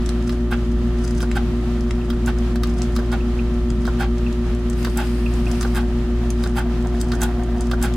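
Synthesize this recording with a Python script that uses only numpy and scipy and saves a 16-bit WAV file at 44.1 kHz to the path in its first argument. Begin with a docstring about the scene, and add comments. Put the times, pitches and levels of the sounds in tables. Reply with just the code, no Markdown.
"""Sewing thick leather

An industrial sewing machine makes ten slow stitches, close by in a small workshop. Its motor hums all the
time: mains buzz, rotor, pulley and belt throb against each other. In each stitch the needle and foot knock
on the work, then the thread rasps tight and the machine's metal bed rings. Thread and leather tick, the
hide crackles and rubs, small squeaks come and go, and past the middle something slides along steel."""
import sys
import numpy as np
from scipy import signal
from scipy.fft import rfft, irfft, next_fast_len
from scipy.io import wavfile
from scipy.ndimage import map_coordinates

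SR = 44100
rng = np.random.default_rng(int(sys.argv[2]) if len(sys.argv) > 2 else 0)


def wav_record(signal):
    """Record a signal, one row per channel, as 16-bit PCM in the file named by sys.argv[1]."""
    frames = np.transpose(np.atleast_2d(signal))
    bounded = np.clip(frames, -1, 1)
    # unit amplitude maps onto the largest positive 16-bit level
    quanta = np.round(bounded * 32767).astype(np.int16)
    wavfile.write(sys.argv[1], SR, quanta)


N = 351036

# One row per stitch: the needle strikes, then the thread is pulled. Levels are relative.
# strike_s, pull_s, strike_db, thud_db, creak_db, rasp_db, pull_width_s
STITCHES = [(0.2932, 0.527, -21, -33, -41, -36, 0.012), (1.2044, 1.368, -20.5, -27, -43, -35.5, .011),
            (2.102, 2.283, -21, -36, -58, -38, 0.011), (2.963, 3.132, -16.5, -27, -49, -39, 0.012),
            (3.852, 4.016, -23, -23.5, -55, -36, .019), (4.847, 4.993, -15.5, -28, -60, -36, 0.02),
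            (5.6276, 5.769, -17, -25, -46, -31.5, 0.018), (6.437, 6.583, -17.5, -28.5, -45, -29.5, 0.017),
            (7.118, 7.23, -17.5, -27.5, -44, -25, 0.016), (7.7131, 7.844, -18, -24.5, -45, -28.5, 0.019)]
# The loudest snaps of thread and leather: time_s, level_db, brightness_db_per_octave, crackle_db
TICKS = [(0.0608, -24.5, -1, -64), (0.091, -17.5, 0, -66), (1.0782, -24, 0, -46.5),
         (1.3147, -16.5, -6.5, -68), (1.9085, -16.5, -9, -62), (2.2608, -23, 14, -74),
         (2.672, -34, 14, -53), (2.819, -18.5, -0.5, -52), (3.703, -22, -7, -71), (4.699, -24, 10, -72),
         (4.9734, -14.5, 18, -68), (5.5145, -23, 6.5, -62), (6.3036, -19.5, 2.5, -60), (7.013, -19, 6, -50),
         (7.217, -14.5, 11, -60), (7.6083, -21.5, 4, -50), (7.827, -14.5, 14.5, -68)]
# The bright tone of the thread's rasp and the needle's crack: pitch_hz, level_db
RASP = [(1000, -9), (2500, 2), (4800, 3), (6000, -2.5), (8400, 5), (9500, 1.5), (11000, 1.5), (14000, -2.5),
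        (16000, -11)]


def amp(db):
    """Turn decibels into a number to multiply by."""
    return 10 ** (np.asarray(db) / 20)


def unit(x):
    """Scale a sound so that its average strength (rms) is 1."""
    return x / np.sqrt(np.mean(x ** 2) + 1e-20)


def clock():
    """The time of every sample, in seconds."""
    return np.arange(N) / SR


def along(points, hz):
    """Read between (pitch_hz, value) rows, with octaves evenly spaced."""
    pitches, values = np.transpose(points)
    return np.interp(np.log(hz + 1), np.log(pitches + 1), values)


def wobble(rate):
    """A smooth curve through `rate` random values a second."""
    return map_coordinates(rng.standard_normal(int(N * rate / SR) + 4), [clock() * rate])


def swell(s, width_s):
    """A smooth bump of height 1 around time s."""
    return np.exp(-((clock() - s) / width_s) ** 2)


def filtered(x, response):
    """Turn each frequency up or down by response(hz)."""
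    size = next_fast_len(N + SR // 2)
    return irfft(rfft(x, size) * response(np.fft.rfftfreq(size, 1 / SR)), size)[..., :N]


def rush(spectrum):
    """Stereo noise with the given tone, nearly the same on both sides in the bass."""
    # How alike left and right are: pitch_hz, likeness (0 to 1)
    likeness = [(60, 1), (300, 0.85), (600, 0.77), (1200, 0.75), (2200, 0.17), (5000, 0.034),
                (14000, 0.033)]

    def response(hz):
        spread = np.arccos(np.clip(along(likeness, hz), -1, 1)) / 2
        return amp(along(spectrum, hz)) * [np.cos(spread), np.sin(spread)]

    mid, side = filtered(rng.standard_normal((2, N)), response)
    return unit(np.array([mid + side, mid - side]))


def body(spectrum, size=2048):
    """How an object with the given tone rings after one tiny tap."""
    cepstrum = irfft(np.log(amp(along(spectrum, np.fft.rfftfreq(size, 1 / SR)))))
    cepstrum[1:size // 2] *= 2  # this fold puts all the ringing after the tap
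    cepstrum[size // 2 + 1:] = 0
    ring = irfft(np.exp(rfft(cepstrum)))
    return ring / np.linalg.norm(ring)


def slips(spectrum, rate, scatter_db, size=N):
    """Rubbing: about `rate` tiny, uneven slips a second, each making an object ring."""
    slipping = rng.random(size) < rate / SR
    strength = amp(scatter_db * np.clip(rng.standard_normal(size), -2, 2))
    force = slipping * strength * rng.choice([-1, 1], size)
    return unit(signal.fftconvolve(force, body(spectrum))[:size])


def blow(spectrum, fade_s, rise_s, size=8192):
    """A hit with peak 1: a chatter that dies by 60 dB in fade_s makes an object ring."""
    t = np.arange(size) / SR
    force = rng.standard_normal(size) * amp(-60 * t / fade_s) * (1 - np.exp(-t / rise_s))
    sound = signal.fftconvolve(force, body(spectrum))[:size]
    return sound / np.abs(sound).max()


def add(track, s, sound):
    """Mix a sound into a track at time s."""
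    part = track[max(0, round(s * SR)):][:len(sound)]
    part += sound[:len(part)]


def motor():
    """Hum, rumble and fan air. The rotor lags behind the mains, so their close tones throb."""
    mains_hz, rotor_hz, pulley_hz, belt_hz = 60.005, 58.247, 55.985, 18.663
    # The tones of each humming or turning part: multiple_of_base_pitch, level_db
    mains = [(2, -44.5), (4, -28), (6, -30.5), (8, -50), (10, -48), (12, -55), (20, -54), (22, -54),
             (30, -59), (32, -63.5), (52, -62), (56, -71)]
    rotor = [(2, -34), (4, -31.5)]
    pulley = [(1, -21), (2, -49.5), (3, -38), (4, -46), (5, -67)]
    belt = [(1, -45), (4, -46)]
    # The tone of the motor's rumble and of its fan air: pitch_hz, level_db
    rumble_tone = [(10, -23), (25, 1), (55, 5.5), (100, -2.5), (150, 0.5), (180, -5), (215, 4.5),
                   (260, -3.5), (320, -6.5), (420, -17), (600, -29), (1200, -86)]
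    air_tone = [(250, -12), (450, 1), (750, -1), (1000, -1), (1500, -3), (2100, -7), (2800, -7.5),
                (4000, -11), (6500, -18), (9500, -24), (12000, -27.5), (16000, -38)]
    t, hum = clock(), np.zeros(N)
    for hz, tones in ((mains_hz, mains), (rotor_hz, rotor), (pulley_hz, pulley), (belt_hz, belt)):
        for multiple, db in tones:
            hum += np.sqrt(2) * amp(db) * np.sin(2 * np.pi * multiple * hz * t)
    hum *= amp(0.2 * wobble(5))
    rumble = amp(-29.5 + 0.41 * wobble(6)) * rush(rumble_tone)
    air = amp(-41 + 1.5 * wobble(12)) * rush(air_tone)
    return (hum + rumble) * amp([[0.15], [-0.15]]) + air * amp([[-0.4], [0.4]])  # left, right


def handling():
    """A hand shifts the leather over the plate with a dull, uneven rub."""
    # How loud the rubbing is: time_s, level_db
    rub_levels = [(0, -66), (1.2, -48), (2.8, -47), (4.4, -66), (5.5, -45), (6.5, -49), (7.05, -38),
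                  (7.96, -41.5)]
    # The tone of hide on the plate: pitch_hz, level_db
    plate_tone = [(300, -8), (560, -6.5), (650, -3.5), (715, 8.5), (800, -8), (900, -0.5), (1010, -3.5),
                  (1250, -13), (1700, -8.5), (2200, -20), (8000, -40.5)]
    rub_db = np.interp(clock(), *np.transpose(rub_levels))
    grip_db = 2.8 * wobble(30)
    return amp(rub_db + grip_db) * slips(plate_tone, rate=700, scatter_db=6.5)


def leather():
    """Pressed hide crackles in clumps, most just ahead of each stitch and around the ticks."""
    # The tone of the crackle: pitch_hz, level_db
    crackle_tone = [(500, -39), (1300, 8), (3000, -15), (5000, 0.5), (6200, -1), (8500, -6.5), (10500, -8),
                    (13000, -29), (16000, -19)]
    lead_s, resting_db = 0.006, -61
    pressure = sum(amp(creak_db) * swell(s - lead_s, 0.039) for s, _, _, _, creak_db, _, _ in STITCHES)
    pressure += sum(amp(crackle_db) * swell(s, 0.058) for s, _, _, crackle_db in TICKS)
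    grit = slips(crackle_tone, rate=1000, scatter_db=7)
    clumps = amp(-4.5 + 5.75 * wobble(70))
    return (pressure + amp(resting_db)) * clumps * grit


def ticks():
    """Thread and leather give short, bright snaps: loud ones at set times, faint ones at random."""
    # The tone of a snap: pitch_hz, level_db
    tick_tone = [(400, -40), (1300, -1), (2500, -2), (4500, 2.5), (6300, 4.5), (8500, 0), (10500, -7.5),
                 (13000, -19), (16000, -24)]
    faint_per_s = 3
    out, count = np.zeros(N), round(faint_per_s * N / SR)
    faint = [(when * N / SR, -36 + 10 * strength, 0) for when, strength in rng.random((count, 2))]
    for s, db, brightness, *_ in [*TICKS, *faint]:
        tone = [(hz, level + brightness * np.log2(hz / 6000)) for hz, level in tick_tone]
        add(out, s, amp(db + 0.5) * blow(tone, fade_s=0.0083, rise_s=0.000068))
    return out


def strike(db):
    """The steel needle bar rings under a short, bright crack."""
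    # The tone of the bar: pitch_hz, level_db
    bar_tone = [(300, 5), (800, -16.5), (1180, 8), (1450, 1), (1780, 0.5), (2400, -12), (3200, -7),
                (4400, -3.5), (6500, -16), (8300, -24), (11500, -35), (15500, -28)]
    ring = blow(bar_tone, fade_s=0.041, rise_s=0.00036)
    crack = blow(RASP, fade_s=0.01, rise_s=0.0001)
    return amp(db + 0.5) * (ring + amp(-8) * crack)


def needle():
    """The needle strikes, then the foot that holds the leather thuds down, sooner in a quick stitch."""
    # The dull tone of the foot on leather: pitch_hz, level_db
    thud_tone = [(200, -12), (450, 0.5), (750, -6), (1100, -2), (1450, 0), (1680, -4.5), (2100, -23.5),
                 (4500, -21.5), (9000, -39), (16000, -37)]
    # The needle bar also clacks twice between stitches: time_s, level_db
    clacks = [(2.5573, -22.5), (2.634, -15)]
    out = np.zeros(N)
    for strike_s, pull_s, strike_db, thud_db, *_ in STITCHES:
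        add(out, strike_s, strike(strike_db))
        landing_s = strike_s + 0.14 * (pull_s - strike_s)
        add(out, landing_s, amp(thud_db + 7) * blow(thud_tone, fade_s=0.071, rise_s=0.0013))
    for s, db in clacks:
        add(out, s, strike(db))
    return out


def thread():
    """Waxed thread rasps through the hole, brighter when pulled harder, and shakes the machine's bed."""
    # The tone of the shaken bed: pitch_hz, level_db
    bed_tone = [(200, -2), (540, -10.5), (730, -2), (840, 3.5), (980, -9), (1130, -2), (1330, -4.5),
                (1450, 3), (1580, -1), (2000, -11.5), (2750, -12.5), (4500, -20), (7000, -32), (16000, -53)]
    t, out = clock(), np.zeros(N)
    for _, pull_s, _, _, _, rasp_db, width_s in STITCHES:
        near = np.abs(t - pull_s) < 0.15
        pull = (t[near] - pull_s) / width_s  # 0 at the hardest pull
        shake_tone = [(hz, level + rng.normal(0, 1)) for hz, level in bed_tone]
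        brightness = 0.098 * (rasp_db + 27)
        rasp_tone = [(hz, level + brightness * np.log2(hz / 6000)) for hz, level in RASP]
        shake = amp(-26.5) * np.exp(-np.where(pull < 0, pull / 0.78, pull / 1.44) ** 2 / 2)
        rasp = amp(rasp_db - 6) * np.exp(-np.abs((pull + 0.26) / 1.14) ** 3)
        out[near] += shake * slips(shake_tone, rate=4000, scatter_db=0.5, size=len(pull))
        out[near] += rasp * slips(rasp_tone, rate=2000, scatter_db=8, size=len(pull))
    return out


def bed_knock():
    """The bed, the machine's cast base, gives a hollow knock as each stitch comes up tight."""
    # The notes the bed rings with: pitch_hz, level_db, fade_s (time to die by 60 dB)
    notes = [(839.6, -1, 0.11), (1150, -10, 0.057), (1465, -3, 0.066), (1597, -3, 0.064)]
    lead_s, rise_s = 0.00697, 0.0034  # starts just before the hardest pull and builds up
    out, t = np.zeros(N), clock()[:SR // 5]
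    for _, pull_s, *_ in STITCHES:
        ring = np.zeros(len(t))
        for hz, db, fade_s in notes:
            level_db = db + rng.normal(0, 2)
            pitch_hz = hz * rng.normal(1, 0.023)
            ring += amp(level_db - 60 * t / fade_s) * np.sin(2 * np.pi * pitch_hz * t)
        add(out, pull_s - lead_s, amp(-24.5) * (1 - np.exp(-t / rise_s)) * ring)
    return out


def squeaks():
    """Brief, dry chirps, each made of two close, quivering tones."""
    # The chirps: start_s, level_db
    chirps = [(2.0078, -41), (3.2016, -39), (3.3863, -31.5), (4.2608, -32.5), (5.257, -28.5), (5.463, -30)]
    centre_hz = 2620
    out, t = np.zeros(N), clock()[:SR // 16]
    bump = np.exp(-((t - 0.008) / 0.0044) ** 2)
    for s, db in chirps:
        quiver = 0.035 * wobble(400)[:len(t)]
        pitch_hz = centre_hz * (np.array([[0.965], [1.035]]) + quiver)
        tones = np.sin(2 * np.pi * np.cumsum(pitch_hz, axis=1) / SR).sum(axis=0)
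        add(out, s, amp(db - 2) * bump * tones)
    return out


def sliding():
    """Something slides along steel for about a second: a hiss with high, unsteady whistles in it."""
    # The narrow bands that whistle: pitch_hz, rough_width_hz, level_db
    bands = [(4830, 500, -5), (8850, 170, -0.5), (11000, 500, -6), (12600, 300, -6), (13950, 400, -7)]
    start_s, rise_s, end_s, release_s = 4.73, 0.058, 5.87, 0.06
    age_s, whistle = np.maximum(clock() - start_s, 0), np.zeros((2, N))
    contact = np.clip(np.minimum(age_s / rise_s, (end_s - clock()) / release_s), 0, 1)
    for centre, width, db in bands:
        noise = rng.standard_normal(N) + 0.5 * rng.standard_normal((2, N))
        band = filtered(noise, lambda hz: 1 / (1 + ((hz - centre) / (0.83 * width)) ** 2))
        whistle += amp(db + 1.8 * wobble(12)) * unit(band)
    # The tone of the hiss: pitch_hz, level_db
    hiss_tone = [(400, 4), (900, 6.5), (1800, 7.5), (2700, 7), (3600, 1), (5000, 3.5), (6500, -6),
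                 (8000, -3), (10000, -5), (13400, -12), (16000, -18)]
    hiss = amp(-41 - 2 * age_s) * rush(hiss_tone)  # sinks as the slide slows
    whistle *= amp(-54 - 14 * age_s)  # sinks faster
    return contact * amp(2.2 * wobble(16)) * (hiss + whistle)


def room(x):
    """Echoes from the table and near walls, different on the left and right."""
    # How long the room takes to die by 60 dB: pitch_hz, fade_s
    fade_times = [(200, 0.51), (2000, 0.15), (12000, 0.11)]
    # How strong the echoes are: pitch_hz, level_db
    echo_tone = [(300, -5), (1400, -9.5), (2500, -3), (5000, -1), (9000, 0), (14000, -2)]
    pitches, t, noise = signal.stft(rng.standard_normal((2, SR // 3)), SR, nperseg=256)
    early = amp(4.5) * amp(-60 * t / 0.015)
    late = amp(-60 * t / along(fade_times, pitches)[:, None])
    tail = signal.istft(noise * (early + late), SR, nperseg=256)[1]
    delayed = np.pad(x, (30, 0))[None]
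    echo = signal.fftconvolve(delayed, tail / np.linalg.norm(tail[0]), axes=1)[:, :N]
    return filtered(echo, lambda hz: amp(along(echo_tone, hz)))


def scene():
    """Stitching close by, over the motor; its middle pitches lean to the right."""
    # Which side the stitching is louder on: pitch_hz, left_minus_right_db
    lean = [(400, 1), (1200, -1.5), (2200, -5.5), (4000, 1.5), (12000, -1)]
    work = ticks() + needle() + thread() + bed_knock() + leather() + squeaks() + handling()
    direct = filtered(work, lambda hz: amp(np.outer([0.5, -0.5], along(lean, hz))))
    return amp(-1) * direct + room(work) + sliding() + motor()


def record(dry):
    """Cut away the very highest treble."""
    top_hz = 15900
    return filtered(dry, lambda hz: hz < top_hz)


dry = scene()
out = record(dry)
wav_record(out)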